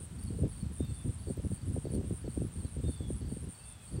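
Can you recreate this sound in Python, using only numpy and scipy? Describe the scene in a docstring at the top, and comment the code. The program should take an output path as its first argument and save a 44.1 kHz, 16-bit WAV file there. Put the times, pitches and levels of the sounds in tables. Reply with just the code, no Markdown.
"""Crickets in a breezy meadow

Small crickets chirp near 9 kHz, each chirp a quick run of wing strokes, over a far chorus and
a faint insect sizzle. A field cricket repeats a lower three-note chirp; a distant bird gives
falling whistles. Wind buffets the microphone with thuds, flutter and pops over a low rumble,
and a few dry ticks sound close by in the hiss of open air."""
import sys
import numpy as np
from scipy import signal
from scipy.fft import rfft, irfft, next_fast_len
from scipy.io import wavfile
from scipy.ndimage import uniform_filter1d, map_coordinates

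SR = 44100
rng = np.random.default_rng(int(sys.argv[2]) if len(sys.argv) > 2 else 0)


def unload_wav(signal):
    """Save mono or channel-first audio to the path in sys.argv[1] as 16-bit WAV at rate SR, clipped to [-1, 1]."""
    wavfile.write(
        sys.argv[1],
        SR,
        np.round(np.clip(np.atleast_2d(signal).T, -1, 1) * 32767).astype(np.int16),
    )


N = 176400
T = np.arange(N) / SR


def amp(db):
    """Decibels to gain."""
    return 10 ** (np.asarray(db) / 20)


def unit(x):
    """x at rms 1."""
    return x / np.sqrt(np.mean(x ** 2) + 1e-20)


def add(track, start, sound):
    """Mix a sound in at a start time in seconds."""
    i = max(0, round(start * SR))
    track[i:i + len(sound)] += sound[:max(0, N - i)]


def filtered(x, response):
    """EQ x with a gain curve over frequency."""
    size = next_fast_len(N + 8192)
    return irfft(rfft(x, size) * response(np.fft.rfftfreq(size, 1 / SR)), size)[:N]


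def noise(colour):
    """Noise of rms 1, coloured by (frequency [Hz], level [dB]) points."""
    hz, db = np.transpose(colour)
    white = rng.standard_normal(N)
    return unit(filtered(white, lambda f: amp(np.interp(np.log(f + 1), np.log(hz), db))))


def wobble(rate):
    """A smooth random curve through `rate` points a second."""
    return map_coordinates(rng.standard_normal(int(N * rate / SR) + 4), [T * rate])


def excerpt(curve, start, samples):
    """A stretch of a looped curve, from a start time in seconds."""
    return curve.take(int(start * SR) + np.arange(samples), mode="wrap")


def stroke(hz, length_s, sag_hz):
    """Envelope and phase of one wing stroke, whose pitch sags as the wing slows."""
    progress = np.arange(int(length_s * SR)) / (length_s * SR)
    pitch = hz - sag_hz * (progress ** 3 - 1 / 8)
    return np.sin(np.pi * progress), 2 * np.pi * (np.cumsum(pitch) / SR + rng.random())


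def meadow_echo(x, t60, wet_db):
    """The sound plus its diffuse echo from the grass and trees."""
    t = np.arange(SR // 2) / SR
    tail = rng.standard_normal(len(t)) * amp(-60 * t / t60)
    return x + amp(wet_db) * signal.fftconvolve(x, tail / np.linalg.norm(tail))[:N]


def swell_power(swells, half_width_s, gain_db):
    """Power envelope of overlapping bell-shaped swells."""
    return sum(amp(db + gain_db) ** 2 * np.exp(-((T - at) / half_width_s) ** 2) for at, db in swells)


# Cues for each near cricket, keyed by its pitch [Hz]: (time [s], level [dB])
NEAR_CHIRPS = { 9720: [(.001, -56), (.222, -56), (.478, -53.5), (.720, -55), (.960, -55.5), (1.182, -57),
               (1.418, -58.5), (1.655, -57), (1.902, -56), (2.162, -55.5), (2.425, -56.5), (2.670, -57.5),
               (2.899, -56), (3.155, -55.5), (3.404, -58), (3.654, -56.5), (3.895, -57.5)],
               9600: [(1.050, -59.5), (1.455, -58.5), (1.800, -61.5), (2.060, -61)], 9050: [(0, -53.5),
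               (.120, -59.5), (.186, -53), (.326, -58.5), (.373, -53), (.573, -53), (.753, -52.5),
               (.935, -53), (1.104, -54.5), (1.291, -52.5), (1.507, -50.5), (1.722, -50.5), (1.917, -51),
               (2.123, -52), (2.330, -52.5), (2.518, -52.5), (2.712, -53.5), (2.896, -54), (3.079, -51),
               (3.283, -53), (3.488, -51.5), (3.680, -53)], 8870: [(.260, -57.5), (.527, -55), (.774, -57),
               (1.028, -53.5), (1.260, -59), (1.524, -55), (1.788, -58), (1.933, -59), (2.050, -57.5),
               (2.295, -53.5), (2.574, -55), (2.810, -57.5), (3.110, -56), (3.320, -53.5), (3.576, -55.5),
               (3.833, -56)], 8740: [(2.140, -57), (2.375, -55), (2.614, -54), (2.868, -54), (3.360, -55),
               (3.636, -54), (3.923, -56)], 8480: [(.020, -59), (.888, -59), (2.975, -58)]}
# Bright top of the wing scrape: (frequency [Hz], level [dB])
SHEEN_COLOUR = [(9000, -11), (10600, -4), (11500, -7.5), (13000, -17), (15500, -9), (16500, -13)]


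def near_crickets(strokes=7, stroke_rate_hz=119, scrape_hz=8500, scrape_width_hz=480):
    """Each chirp is a swelling run of wing strokes: a rasping tone, scrape below it, sheen above."""
    tone, envelope = np.zeros((2, N))
    rasp_rad = .22 * wobble(1400)
    arch_db = -2 * np.linspace(-1, 1, strokes) ** 2  # a chirp is softer at both ends
    chirps = [(at, hz, db) for hz, cues in NEAR_CHIRPS.items() for at, db in cues]
    for at, hz, db in chirps:
        pace_hz = stroke_rate_hz * np.exp(.03 * rng.standard_normal())
        for k, (late, accent, detune) in enumerate(rng.standard_normal((strokes, 3))):
            start = at + k / pace_hz + .0005 * late
            shape, phase = stroke(hz + 45 * detune, length_s=.007, sag_hz=340)
            shape *= amp(db + arch_db[k] + 1.2 * accent)
            phase += excerpt(rasp_rad, start, len(phase))
            add(tone, start, shape * np.sin(phase))
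            add(envelope, start, shape)
    white = rng.standard_normal(N)
    scrape = unit(filtered(white, lambda f: 1 / (1 + ((f - scrape_hz) / scrape_width_hz) ** 2) ** 2))
    song = tone + envelope * (amp(-14) * scrape + amp(-24) * noise(SHEEN_COLOUR))
    return meadow_echo(amp(5.4) * song, t60=.05, wet_db=-9)


# Three-note chirps: (time [s], level [dB], first pitch [Hz], second pitch [Hz], third pitch [Hz])
FIELD_CHIRPS = [(0.178, -59.5, 4530, 4630, 4410), (.512, -60.5, 4510, 4550, 4410),
                (.846, -61.5, 4490, 4360, 4580), (1.183, -60.5, 4490, 4600, 4530),
                (1.522, -62, 4520, 4600, 4600), (1.842, -61, 4500, 4570, 4490),
                (2.209, -63, 4580, 4420, 4530), (2.552, -64, 4500, 4400, 4480),
                (2.868, -60.5, 4470, 4420, 4590), (3.204, -60.5, 4510, 4600, 4560),
                (3.540, -59.5, 4490, 4560, 4570), (3.868, -61.5, 4440, 4600, 4600)]


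def field_cricket(note_spacing_s=.044, gain_db=-.5, step_db=1):
    """Three rough wing strokes a chirp, each louder and drooping further, with a weak third harmonic."""
    out, rasp_rad = np.zeros(N), .3 * wobble(300)
    for at, db, *pitches in FIELD_CHIRPS:
        for k, hz in enumerate(pitches):
            start = at + k * note_spacing_s
            shape, phase = stroke(hz, length_s=.0264, sag_hz=130 + 90 * k)
            phase += excerpt(rasp_rad, start, len(phase))
            tone = np.sin(phase) + amp(-17) * np.sin(3 * phase)
            add(out, start, amp(db + gain_db + k * step_db) * shape * tone)
    return meadow_echo(out, t60=.6, wet_db=-4)


# Gust cues: (time [s], length [s], thud level [dB], flutter level [dB])
GUST_CUES = [(0, 0.044, -45, -49), (0.113, 0.1, -40.5, -58), (0.237, 0.05, -37.5, -66),
             (0.303, 0.07, -36.5, -40.5), (0.391, .04, -34, -33), (0.423, 0.045, -26, -30),
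             (0.629, 0.041, -33, -50), (0.697, 0.019, -38, -42), (0.798, 0.049, -32, -47),
             (0.888, 0.038, -35.5, -49), (1.048, 0.052, -30.5, -35), (1.276, 0.042, -33.5, -36.5),
             (1.373, 0.028, -35, -38.5), (1.44, 0.031, -30.5, -41), (1.504, 0.037, -32, -56),
             (1.632, 0.058, -36, -68), (1.666, 0.057, -33, -37.5), (1.741, 0.047, -33, -43.5),
             (1.847, 0.043, -37, -41), (1.903, 0.044, -37.5, -37), (1.939, 0.073, -32, -32.5),
             (2.036, 0.05, -37.5, -39), (2.099, 0.045, -31, -40.5), (2.245, 0.024, -42, -35.5),
             (2.277, 0.025, -35, -54), (2.366, 0.069, -32.5, -34), (2.421, 0.026, -32, -33),
             (2.438, 0.05, -38.5, -45.5), (2.556, 0.049, -36, -39.5), (2.63, 0.031, -36, -43),
             (2.766, 0.043, -34, -40), (2.837, 0.071, -29.5, -39), (3.006, 0.05, -38, -38.5),
             (3.069, 0.1, -36.5, -52), (3.209, 0.084, -35.5, -42), (3.297, 0.04, -37.5, -36.5),
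             (3.369, 0.013, -53, -38), (3.417, 0.028, -37.5, -39), (3.472, 0.016, -36, -40.5),
             (3.916, 0.074, -35, -39)]
# Bass weight of a gust, and the flutter above it: (frequency [Hz], level [dB])
THUD_COLOUR = [(20, -43), (32, -18), (48, -5), (75, 1), (120, -3.5), (180, -7.5), (280, -17.5), (500, -45),
               (1000, -78)]
FLUTTER_COLOUR = [(60, -25), (140, 7), (220, 5), (330, 0.5), (480, -4), (620, -16.5), (800, -29),
                  (1200, -57.5), (2500, -111)]


def wind_gusts(attack_s=.0033, release_s=.0071):
    """Short gusts hit the microphone, each a low thud with a lumpy flutter on top."""
    thud, flutter = np.zeros((2, N))
    for start, length, thud_db, flutter_db in GUST_CUES:
        shape = np.exp(np.minimum(T - start, 0) / attack_s - np.maximum(T - start - length, 0) / release_s)
        thud = np.maximum(thud, amp(thud_db) * shape)
        flutter = np.maximum(flutter, amp(flutter_db) * shape)
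    lumps = unit(amp(4.6 * wobble(130)))
    thud *= eddies(THUD_COLOUR, smooth_s=.0578)
    flutter *= lumps * eddies(FLUTTER_COLOUR, smooth_s=.0222)
    return amp(-1.47) * thud + amp(-6.5) * flutter


def eddies(colour, smooth_s):
    """Turbulent noise with its slow swells evened out."""
    turbulence = noise(colour)
    local_power = np.abs(uniform_filter1d(turbulence ** 2, int(smooth_s * SR)))
    return turbulence / np.sqrt(local_power + .019)


# Wind pop cues: (time [s], level [dB], starting pitch [Hz])
POP_CUES = [(0.434, -27.5, 600), (0.442, -30.5, 676), (0.804, -26, 540), (1.094, -38, 610),
            (1.271, -38, 563), (1.299, -31.5, 630), (1.375, -37, 596), (1.448, -34.5, 600),
            (1.516, -35.5, 630), (1.676, -37, 485), (1.763, -32.5, 808), (1.776, -34.5, 545),
            (1.853, -31.5, 690), (1.868, -33.5, 685), (1.902, -42, 720), (1.935, -33.5, 650),
            (1.961, -32.5, 560), (1.978, -36, 520), (2.012, -39.5, 730), (2.041, -39.5, 620),
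            (2.108, -28, 504), (2.277, -31, 667), (2.374, -27, 520), (2.418, -26, 560), (2.646, -36.5, 540),
            (2.765, -38, 560), (2.838, -36, 650), (2.85, -28.5, 376), (2.882, -34.5, 640),
            (2.891, -31, 525), (3.005, -36.5, 555), (3.103, -29.5, 602), (3.214, -38, 440),
            (3.316, -38, 567), (3.367, -39, 540)]


def wind_pops(rise_s=.0032, onset_s=.00065, sag_s=.00496, end_hz=123.6, lowpass_hz=834):
    """The sharpest eddies strike the microphone as short, dull pops that sink in pitch."""
    out, t = np.zeros(N), np.arange(SR // 25) / SR
    shape = t / rise_s * np.exp(1 - t / rise_s) * (1 - np.exp(-t / onset_s))
    for start, db, hz in POP_CUES:
        pitch = end_hz + (hz - end_hz) * np.exp(-t / sag_s)
        phase = 2 * np.pi * (np.cumsum(pitch) / SR + rng.random())
        add(out, start, amp(db + .5) * shape * np.sin(phase))
    return filtered(out, lambda f: 1 / np.sqrt(1 + (f / lowpass_hz) ** 8))


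# Whistle cues: (time [s], length [s], pitch [Hz], fall [Hz], level [dB])
WHISTLE_CUES = [(.755, .295, 3705, 260, -62.5), (2.812, .315, 3730, 440, -60),
                (3.63, .27, 3640, 420, -66.5), (.81, .26, 2730, 150, -73), (3.565, .33, 2740, 270, -69)]


def bird(scoop_hz=400, scoop_s=.018, chip_at_s=2.658):
    """A distant bird: thin, wavering whistles that scoop up and slide down, and one short chip."""
    out, waver_hz = np.zeros(N), 16 * wobble(130)
    for start, length, hz, fall_hz, db in WHISTLE_CUES:
        t = np.arange(int(length * SR)) / SR
        progress = t / length
        pitch = hz - fall_hz * progress - scoop_hz * np.exp(-t / scoop_s)
        pitch += np.interp(start + t, T, waver_hz)
        fade_db = 3.8 * progress
        dip_db = 3 * np.exp(-((progress - .61) / .13) ** 2)  # ebbs past halfway, then swells again
        shape = signal.windows.tukey(len(t), .3) * amp(db + 1 - fade_db - dip_db)
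        add(out, start, shape * np.sin(2 * np.pi * np.cumsum(pitch) / SR))
    shape, phase = stroke(4020, length_s=.024, sag_hz=260)  # the chip droops like a wing stroke
    add(out, chip_at_s, amp(-60) * shape * np.sin(phase))
    flicker = amp(1.6 * wobble(70))
    return meadow_echo(out * flicker, t60=.8, wet_db=-4)


# Tick cues: (time [s], level [dB])
TICK_CUES = [(0.1925, -58), (0.2364, -50), (0.7337, -55), (0.8485, -53), (1.3713, -53), (1.951, -48),
             (2.6898, -56)]


def ticks(decay_s=.0016):
    """Tiny dry clicks close by, each a snap of bright noise."""
    envelope, t = np.zeros(N), np.arange(SR // 50) / SR
    for start, db in TICK_CUES:
        add(envelope, start, amp(db - 1) * np.exp(-t / decay_s))
    return envelope * noise([(1000, -33), (4000, 4), (9000, -2), (13000, 2), (15500, 4), (17000, -12)])


# Swells where distant crickets chirp together: (time [s], level [dB])
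CHORUS_SWELLS = [(.03, -60.5), (.28, -59), (.38, -66), (.55, -60), (.79, -56), (.92, -59), (1.04, -60),
                 (1.13, -55), (1.299, -54), (1.545, -57), (1.68, -59), (1.8, -56.5), (1.96, -63),
                 (2.08, -63), (2.16, -60), (2.335, -58), (2.61, -60), (2.85, -56), (2.93, -57), (3.12, -55),
                 (3.35, -58), (3.54, -55.5), (3.66, -66), (3.87, -53.5)]
# The band they sing in: (frequency [Hz], level [dB])
CHORUS_COLOUR = [(6000, -45), (7100, -18), (7700, -9), (8400, 0), (8800, 0), (9300, -7), (9750, -8),
                 (10100, -22), (12000, -40)]


def far_chorus(floor_db=-63.3):
    """Many distant crickets blur into a flickering band that swells and ebbs."""
    power = amp(floor_db) ** 2 + swell_power(CHORUS_SWELLS, half_width_s=.037, gain_db=-3.3)
    return np.sqrt(power) * unit(noise(CHORUS_COLOUR) * amp(.89 * wobble(230)))


# Sizzle pulses: (time [s], level [dB])
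SIZZLE_PULSES = [(.035, -76), (.165, -78), (.36, -74.5), (.53, -78), (.61, -77), (.79, -74), (.90, -76),
                 (1.08, -76.5), (1.31, -75), (1.53, -72.5), (1.76, -76), (1.87, -75.5), (2.07, -74.5),
                 (2.17, -74.5), (2.34, -73), (2.5, -75), (2.61, -74), (2.83, -77), (2.94, -77), (3.1, -78),
                 (3.32, -74.5), (3.57, -75), (3.86, -74.5)]
# Their thin top-end band: (frequency [Hz], level [dB])
SIZZLE_BAND = [(10000, -30), (13000, -19), (14500, -12), (15200, -6), (15700, -1), (16200, -10)]


def insect_sizzle(grain_db=2.5):
    """Faint, grainy insect pulses at the very top of hearing."""
    power = swell_power(SIZZLE_PULSES, half_width_s=.044, gain_db=1.5)
    return np.sqrt(power) * unit(noise(SIZZLE_BAND) * amp(grain_db * wobble(240)))


# Fader ride of the wind bed: (time [s], level [dB])
RUMBLE_RIDE = [(0, -50.5), (.5, -44.5), (1.2, -45), (2.2, -46), (3.45, -43), (3.52, -53.5), (3.87, -52),
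               (4, -44)]
# Its bass-heavy band: (frequency [Hz], level [dB])
RUMBLE_BAND = [(20, -44), (50, -0.5), (85, 1.5), (150, -5.5), (250, -15), (400, -28), (800, -45),
               (2000, -72)]


def wind_rumble():
    """Unbroken wind lays a low bed under the gusts."""
    return amp(np.interp(T, *np.transpose(RUMBLE_RIDE))) * noise(RUMBLE_BAND)


# Open-air tone: (frequency [Hz], level [dB])
AIR_COLOUR = [(100, 1), (500, 2), (1000, 1.5), (1500, -1), (2200, -4.5), (3300, -3.5), (4500, -7.5),
              (6300, -10.5), (10000, -9.5), (12000, -17.5), (14000, -17.5), (15500, -16.5)]


def open_air():
    """A soft, even hiss behind everything."""
    return amp(-61) * noise(AIR_COLOUR)


def scene():
    """Insects, bird, wind, ticks and air in one mono mix."""
    wildlife = near_crickets() + far_chorus() + insect_sizzle() + field_cricket() + bird()
    wind = wind_gusts() + wind_pops() + wind_rumble()
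    return (wildlife + wind + ticks() + open_air())[None]


def record(dry):
    """The microphone sheds the deepest bass and keeps nothing above its band limit."""
    low_cut_hz, top_hz = 32.6, 15800
    return filtered(dry[0], lambda f: (f < top_hz) * (1 - 1 / (1 + (f / low_cut_hz) ** 4)))[None]


dry = scene()
out = record(dry)
unload_wav(out)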